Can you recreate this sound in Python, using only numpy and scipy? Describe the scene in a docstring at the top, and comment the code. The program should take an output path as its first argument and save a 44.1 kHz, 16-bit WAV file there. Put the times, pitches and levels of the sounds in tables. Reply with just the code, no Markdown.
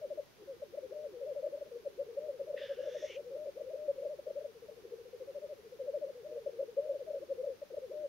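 """Black grouse cocks at dawn

Open frosty ground, several cocks displaying left of the middle of a stereo pair of microphones.
Three near cocks overlap: even rolls of gliding coos climb in pitch into each bird's fixed closing figure.
Coos are arching tones rung through a throat sac; one blown hiss is noise through sliding resonances.
Farther cocks bubble faintly behind, over air rumble, microphone hiss and a thin electrical whine."""
import sys
import numpy as np
from scipy import signal
from scipy.fft import rfft, irfft
from scipy.io import wavfile

SR = 44100
rng = np.random.default_rng(int(sys.argv[2]) if len(sys.argv) > 2 else 0)


def transcribe(u):
    """Save the signal u as a 16-bit wav file named by the first command-line argument.

    u: samples, shape (n,) or (channels, n), limited to [-1, 1]; the rate is SR.
    q: integer samples, one column per channel.
    """
    v = np.clip(np.atleast_2d(u).T, -1, 1)
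    q = np.round(v * 32767).astype(np.int16)
    wavfile.write(sys.argv[1], SR, q)


N = 356328


def amp(db):
    """dB to gain."""
    return 10 ** (np.asarray(db) / 20)


def rms_one(x):
    """Scale to unit rms."""
    return x / np.sqrt(np.mean(np.abs(x) ** 2) + 1e-20)


def in_time(rows):
    """Columns of a curve table, interpolated sample by sample."""
    s, *columns = np.transpose(rows)
    return [np.interp(np.arange(N) / SR, s, column) for column in columns]


def pan(x, db):
    """Left and right channels, the left db louder, around the same mean gain."""
    ratio = amp(db)
    return np.array([x * ratio, x]) * 2 / (1 + ratio)


def later(x, s):
    """Delay by s seconds."""
    return np.interp(np.arange(N) - s * SR, np.arange(N), x, left=0)


def band(x, low_hz, high_hz, kind="band", order=2):
    """Butterworth band filter."""
    sos = signal.butter(order, [low_hz, high_hz], kind, fs=SR, output="sos")
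    return signal.sosfilt(sos, x)


# Overtones of one electrical tone. Each row: multiple of the tone, level in dB rms.
WHINE_OVERTONES = [(2, -91), (3, -93), (4, -93), (5, -95), (9, -101), (10, -100), (11, -100), (12, -101)]
WHINE_HZ = 1170.4


def whine():
    """Faint steady sine overtones from the electronics, the same in both channels."""
    t = np.arange(N) / SR
    out = 0
    for multiple, db in WHINE_OVERTONES:
        turns = round(multiple) * WHINE_HZ * t + rng.random()
        out = out + np.sqrt(2) * amp(db) * np.sin(2 * np.pi * turns)
    return out


# Steady floor at the microphones. Each row: frequency in Hz, level in dB per Hz,
# left-right likeness from 0 to 1.
FLOOR_SPECTRUM = [(14.8, -108, .4), (30.6, -101, 0.36), (73.5, -93.5, 0.47), (138, -93, 0.19),
                  (302, -94.5, 0.21), (534, -93, 0.046), (875, -100, 0.1), (2910, -104.5, 0.081),
                  (5830, -107.5, 0.0095), (6500, -110, .01), (7240, -114, 0.0084), (9900, -113, 0.0034),
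                  (11800, -112, .01), (16600, -115, 0.012)]


def floor():
    """Spectrally shaped noise: air rumble partly shared by the channels, hiss almost separate in each."""
    hz = np.arange(N // 2 + 1) * SR / N + 1e-3
    at_hz, db, alike = np.transpose(FLOOR_SPECTRUM)
    db = np.interp(np.log(hz), np.log(at_hz), db)
    alike = np.interp(np.log(hz), np.log(at_hz), np.clip(alike, 0, 1))
    mid, side = rfft(rng.standard_normal((2, N))) * amp(db) * np.sqrt(SR / 4)
    mid = mid * np.sqrt(1 + alike)
    side = side * np.sqrt(1 - alike)
    return irfft(np.array([mid + side, mid - side]), N)


SWELL, SWELL_S = 0.68, 0.053   # power of the sine arch that shapes a coo; longer coos hold flatter


def coos(rows, pans_db):
    """Each coo is a pure tone whose pitch arches through three points under a smooth swell."""
    out = np.zeros((2, N))
    turns = rng.random(len(rows))
    for (s, length, first, middle, last, db), pan_db, turn in zip(rows, pans_db, turns):
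        begin, end = int(s * SR) + 1, int((s + length) * SR)
        u = np.arange(begin, end + 1) / SR / length - s / length   # 0 to 1 through the coo
        # parabola through first, middle and last pitch
        hz = first * (1 - u) * (1 - 2 * u) + 4 * middle * u * (1 - u) + last * u * (2 * u - 1)
        swell = np.abs(np.sin(np.pi * u)) ** (SWELL * min(1, SWELL_S / length))
        tone = amp(db) * swell * np.sin(2 * np.pi * (np.cumsum(hz) / SR + turn))
        at = np.arange(max(begin, 0), min(end, N))
        out[:, at] += pan(tone[at - begin], pan_db)
    return out


# Loudness of the farther cocks together, before the low-pitch loss and the ground.
# Each row: time in seconds, gain in dB.
FAR_LEVEL = [(0, -54), (.2, -58), (.26, -90), (.36, -90), (.42, -57), (2.4, -58), (3.3, -59.5), (4.3, -61),
             (4.6, -66), (5.0, -59), (5.6, -62.5), (6.5, -56.5), (7.5, -56.5), (7.66, -78), (7.75, -54.5),
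             (8.08, -56.5)]
FAR_PER_S, FAR_LOW_HZ, FAR_HIGH_HZ = 50.0, 349.9, 550.5   # mean coos per second; range of middle pitch
FAR_FALL, FAR_LENGTH_S = 0.21, 0.0403   # last pitch below the middle, as a share; length before variation
FAR_PAN_DB = 0.5


def far_cocks():
    """Distant bubbling: falling coos at random moments, pitches, strengths and sides."""
    gap, pitch, length, strength, side = rng.random((800, 5)).T
    start = np.minimum(np.cumsum(2 * gap / FAR_PER_S) - .05, N / SR)
    length_s = FAR_LENGTH_S * (.6 + length)
    hz = FAR_LOW_HZ * (FAR_HIGH_HZ / FAR_LOW_HZ) ** pitch
    rows = np.c_[start, length_s, hz * 1.05, hz, hz * (1 - FAR_FALL), 6.0 * strength]
    bubbling = coos(rows, FAR_PAN_DB + 19.0 * (side - .5))
    return amp(in_time(FAR_LEVEL)[0]) * rms_one(bubbling)


# Four sliding resonances of windpipe and beak. Each row: time in seconds, then for each resonance
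# its centre in Hz and its gain in dB.
HISS_RESONANCES = [(2.56, 1900, -78, 2600, -78, 3500, -84, 4970, -88),
                   (2.575, 1850, -55, 2720, -62, 3460, -65.5, 4920, -76),
                   (2.64, 1758, -61, 2965, -61.5, 3450, -57, 4870, -68),
                   (2.72, 1636, -63, 2950, -66, 3495, -70, 5050, -75),
                   (2.775, 1610, -69, 2915, -68, 3500, -80, 5200, -77),
                   (2.82, 1610, -66, 2880, -67, 3520, -78, 5500, -74),
                   (2.9, 1660, -65.5, 2906, -74, 3510, -65, 5730, -70.5),
                   (3.05, 1935, -63.5, 2794, -73, 3560, -64.5, 5850, -63),
                   (3.11, 2300, -60, 2950, -58, 3350, -66, 5900, -66.5),
                   (3.165, 2450, -60, 2835, -61, 3200, -72, 5990, -73),
                   (3.2, 2440, -87, 2740, -83, 3100, -90, 5900, -95)]
# One value for each resonance: bandwidth of each of its two equal poles in Hz.
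HISS_POLE_WIDTHS_HZ = [340, 400, 420, 1400]
# One value for each resonance: left over right in dB.
HISS_PANS_DB = [1, -1.5, -1.5, -2]
HISS_SPILL_DB, HISS_WIDE_DB = -10.5, -6   # breath between the resonances; scattered part


def blown_hiss():
    """Turbulent breath coloured by resonances that slide as neck and beak move."""
    curves = in_time(HISS_RESONANCES)
    out = 0
    for hz, db, width_hz, pan_db in zip(curves[::2], curves[1::2], HISS_POLE_WIDTHS_HZ, HISS_PANS_DB):
        r = np.exp(-np.pi * width_hz / SR)
        white = rng.standard_normal((3, N)) + 1j * rng.standard_normal((3, N))
        # narrow noise carried along the moving centre
        narrow = signal.lfilter([1], [1, -2 * r, r * r], white)
        carrier = np.exp(2j * np.pi * np.cumsum(hz) / SR)
        rung = rms_one((narrow * carrier).real)
        out = out + amp(db) * (pan(rung[0], pan_db) + amp(HISS_WIDE_DB) * rung[1:])
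    effort = amp(curves[1]) + amp(curves[3]) + amp(curves[5])
    spill = rms_one(band(rng.standard_normal(N), 1900, 3540))
    out = out + amp(HISS_SPILL_DB) * effort * spill
    t = np.arange(N) / SR
    return out * (t > HISS_RESONANCES[0][0]) * (t < HISS_RESONANCES[-1][0])


# Even rolls of falling coos. Each row: first coo in seconds, last coo in seconds, spacing in seconds,
# coos from the end at mid-climb, low pitch in Hz, top pitch in Hz, low level in dB, top level in dB
# (before creep, variation and the throat sac), then for the top coo its length in seconds
# and its first and last pitch as ratios to its middle.
ROLL_SHAPES = [(0.027, 0.172, 0.0724, 4.2, 457, 595.6, -20, -31.5, 0.034, 1, 0.75),
               (0.8315, 1.422, 0.0737, 3.9, 445.6, 568.2, -39.5, -33, 0.07, 1.104, 0.79),
               (2.048, 2.6, 0.069, 3.66, 473, 583, -38.5, -39.5, 0.079, 0.99, 0.62),
               (2.143, 3.018, 0.0795, 3.72, 526, 597.4, -44, -31.5, 0.044, 0.936, 0.59),
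               (4.399, 5.486, 0.0724, 3.24, 492, 601, -37.5, -36, 0.056, 0.94, 0.74),
               (4.903, 6.009, 0.0737, 3.62, 449.3, 565, -39, -31, 0.059, 1.073, 0.65),
               (6.393, 7.136, 0.0742, 2.4, 477, 601.4, -38, -37, 0.065, 1.09, 0.63)]
CLIMB_WIDTH_COOS = 0.73   # how gradually a roll climbs from low to top
CREEP_HZ, CREEP_DB = 3.0, .09   # slow gain from coo to coo
LOW_COO_S, LOW_ENTRY, LOW_EXIT = 0.049, 1.057, 0.84   # coo before the climb: length, end pitch ratios
LOW_VARY_DB = 3.0   # spread of the uneven coos before the climb


def rolls():
    """Evenly spaced coos creep up, then climb in pitch and change level over the last few."""
    rows = []
    for first_s, last_s, spacing, climb, low_hz, top_hz, low_db, top_db, *top_shape in ROLL_SHAPES:
        left = np.arange(round((last_s - first_s) / spacing) + 1)   # coos still to come
        up = 1 / (1 + np.exp((left - climb) / CLIMB_WIDTH_COOS))   # 0 low, 1 top
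        hz = low_hz + (top_hz - low_hz) * up - CREEP_HZ * left
        low_shape = LOW_COO_S, LOW_ENTRY, LOW_EXIT
        length, entry, leave = [low + (top - low) * up for low, top in zip(low_shape, top_shape)]
        uneven_db = LOW_VARY_DB * (1 - up) * (rng.random(len(left)) - .5)
        db = low_db + (top_db - low_db) * up - CREEP_DB * left + uneven_db
        rows += list(np.c_[last_s - spacing * left, length, hz * entry, hz, hz * leave, db])
    return rows


# Closing figure of the song, one list for each of three near cocks. Each row: start in seconds from
# the figure's reference moment, length in seconds, first, middle and last pitch in Hz,
# peak level in dB; a rendition then changes times and level.
CLOSING_FIGURES = [
    [(-0.144, 0.076, 538, 538, 430, -36.5), (-0.08, 0.0133, 367, 457, 299, -35.5),
     (0.002, 0.0256, 546, 575, 323, -33.5), (0.109, 0.031, 439, 496, 686, -34),
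     (0.155, 0.0256, 515, 592, 276, -29.5), (0.2, 0.065, 458, 522, 370, -36),
     (0.281, 0.0406, 307, 501, 682, -33), (0.322, 0.107, 599, 601.7, 614, -35),
     (0.423, 0.038, 601, 574.5, 495, -32.5), (0.515, 0.064, 540, 493, 480, -35),
     (0.575, 0.043, 438, 484, 430, -33.5), (0.628, 0.085, 437, 608.5, 323, -33),
     (0.739, 0.013, 660, 558, 603, -34), (0.804, 0.0492, 423.5, 582.3, 626, -33.5),
     (0.85, 0.017, 530, 594, 280, -29.5), (0.9, 0.052, 400, 588.5, 413, -30.5),
     (0.951, 0.023, 502, 602, 603, -35.3), (0.992, 0.026, 560, 586, 413, -30),
     (1.232, 0.021, 632, 592, 563, -37)],
    [(-0.147, 0.059, 538, 464.6, 544, -32.5), (-0.103, 0.027, 456, 481, 410, -29),
     (-0.001, 0.0287, 560, 552, 319, -29), (0.117, 0.0573, 398.5, 565.3, 522, -29.5),
     (0.154, 0.0202, 600, 499, 419, -31), (0.21, 0.052, 383, 482, 393, -31.5),
     (0.301, 0.036, 373, 577.4, 436, -28), (0.333, 0.086, 579, 608, 615, -37.5),
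     (0.421, 0.031, 615, 570, 537, -28.5), (0.532, 0.033, 565, 557, 377, -31.5),
     (0.612, 0.048, 654, 596, 578, -33), (0.665, 0.0298, 638, 542, 316, -30.5),
     (0.733, 0.0403, 311, 523, 600, -37.1), (0.816, 0.052, 414, 565.7, 403, -35.5),
     (0.832, 0.0444, 533, 542, 380, -34), (0.903, 0.057, 388, 519.6, 395, -30.5),
     (0.959, 0.023, 543, 545, 657, -32.5), (0.984, 0.0527, 690, 508, 473, -31),
     (1.23, 0.0372, 588, 440, 307, -35)],
    [(-0.142, 0.097, 442, 507, 454, -34), (-0.082, 0.0235, 570, 440, 282, -40),
     (-0.012, 0.046, 395, 595, 557, -33.5), (0.107, 0.0518, 396, 528.5, 625, -34),
     (0.152, 0.0285, 557, 563, 280, -31.4), (0.208, 0.08, 458, 493, 401, -33.5),
     (0.285, 0.0727, 296, 596.6, 533, -36), (0.326, 0.0934, 558.6, 604.6, 609, -36.5),
     (0.427, 0.032, 636, 566, 527, -31.5), (0.55, 0.014, 630, 540, 543, -31.5),
     (0.588, 0.033, 421, 481, 435, -32.5), (0.641, 0.0607, 293, 645, 278, -34.5),
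     (0.678, 0.028, 603, 567, 482, -31.5), (0.824, 0.045, 537.4, 562.5, 528, -33),
     (0.834, 0.044, 494, 574, 357, -29), (0.91, 0.058, 480, 556, 531, -35),
     (0.959, 0.033, 442, 542, 657, -31.5), (0.997, 0.036, 634, 577, 473, -28),
     (1.211, 0.02, 456, 555, 289, -27)],
]
# Renditions, one list for each cock. Each row: reference moment in seconds, slower in percent, louder in dB.
RENDITIONS = [
    [(0.615, -0.043, -1.84), (3.444, 0.4, -1.9), (7.612, -1.3, 0.4)],
    [(1.857, 0.49, -0.66), (6.459, 0.9, 0.76)],
    [(3.032, 1.5, -2), (5.931, 0.84, -4)],
]


def figures():
    """Each cock repeats its own figure, a little faster or slower, louder or softer."""
    rows = []
    for figure, renditions in zip(CLOSING_FIGURES, RENDITIONS):
        for s, slower, more_db in renditions:
            stretch = 1 + slower / 100
            for after, length, *hz, db in figure:
                rows.append((s + stretch * after, stretch * length, *hz, db + more_db))
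    return rows


FLUTTER, FLUTTER_HZ = .16, 45   # unsteady airflow in the syrinx: rms depth, upper speed


def flutter():
    """Low-passed noise makes the loudness waver around 1."""
    sos = signal.butter(2, FLUTTER_HZ, fs=SR, output="sos")
    return 1 + FLUTTER * rms_one(signal.sosfilt(sos, rng.standard_normal(N)))


# More near coos, placed one by one, some of them the low beginnings of rolls. Each row: start in seconds,
# length in seconds, first, middle and last pitch in Hz, peak level in dB before variation and the throat sac.
PLACED_COOS = [(0.012, 0.022, 626, 620, 610, -37.5), (0.382, 0.099, 450, 400, 380, -41.5),
               (0.507, 0.07, 340, 403, 300, -45), (1.655, 0.027, 620, 605, 560, -47),
               (2.532, 0.021, 585, 560, 300, -32), (3.191, 0.038, 607, 448, 300, -36),
               (4.69, 0.056, 480, 439, 445, -37), (4.833, 0.036, 333, 403, 300, -37),
               (4.905, 0.06, 321, 478, 305, -33), (6.774, 0.043, 465, 461, 510, -33),
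               (7.768, 0.025, 300, 457, 392, -33.5), (7.93, 0.025, 390, 435, 534, -32.5)]
NEAR_PAN_DB = 4.3   # the birds stand left of the middle
VARY_DB = 0.5   # spread in strength from coo to coo


def near_cocks():
    """Rolls, figures and more coos placed one by one, each varied slightly in strength and side."""
    rows = np.array(rolls() + figures() + list(PLACED_COOS))
    strength, side = rng.random((len(rows), 2)).T - .5
    rows[:, -1] += VARY_DB * strength
    return flutter() * coos(rows, NEAR_PAN_DB + 2.8 * side)


SAC_HZ, SAC_WIDTH_HZ, SAC_LOW_HZ = 563, 86, 305   # sac resonance; below the last it radiates weakly


def throat_sac(x):
    """The sac rings, so a coo flares as its pitch sweeps through the resonance."""
    r = np.exp(-np.pi * SAC_WIDTH_HZ / SR)
    feed = (1 - r * r) / 2 * np.array([1, 0, -1])
    ring = [1, -2 * r * np.cos(2 * np.pi * SAC_HZ / SR), r * r]
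    return signal.lfilter(feed, ring, x + 1e-18)


def radiated(x):
    """A small sac couples poorly to the air at low pitch."""
    return signal.sosfilt(signal.butter(2, SAC_LOW_HZ, "high", fs=SR, output="sos"), x)


# Echoes from ground and tree line. Each row: left delay in seconds, right delay in seconds, gain in dB.
GROUND_ECHOES = [(.013, 0.023, -25), (.031, 0.024, -17)]
LEFT_LEAD_S = .00002
SCATTER_DB, SCATTER_T60_S = -18, 0.26   # diffuse return from brush and trunks


def ground(x):
    """Direct sound, a shade earlier on the left, two echoes and a short diffuse tail."""
    out = np.array([x[0], later(x[1], LEFT_LEAD_S)])
    for left_s, right_s, db in GROUND_ECHOES:
        out += amp(db) * np.array([later(x[0], left_s), later(x[1], right_s)])
    t = np.arange(SR // 2) / SR
    tail = rng.standard_normal((2, len(t))) * amp(-60 * t / SCATTER_T60_S)
    tail = rms_one(tail) / np.sqrt(len(t))   # unit energy
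    return out + amp(SCATTER_DB) * signal.fftconvolve(x, tail, axes=1)[:, :N]


def scene():
    """All birds over the floor and whine; the coos also return from the ground."""
    cooing = throat_sac(near_cocks()) + far_cocks()
    return whine() + floor() + blown_hiss() + ground(radiated(cooing))


# Bands that the recorder does not pass. Each row: low edge in Hz, high edge in Hz.
TREBLE_GAPS = [(7400, 8050), (9150, 10050)]
CUTOFF_HZ = 15740


def record(dry):
    """The recorder drops two narrow treble bands and cuts the top steeply."""
    for low_hz, high_hz in TREBLE_GAPS:
        dry = band(dry, low_hz, high_hz, "bandstop", order=2)
    return signal.sosfilt(signal.ellip(14, .3, 70, CUTOFF_HZ, fs=SR, output="sos"), dry)


dry = scene()
out = record(dry)
transcribe(out)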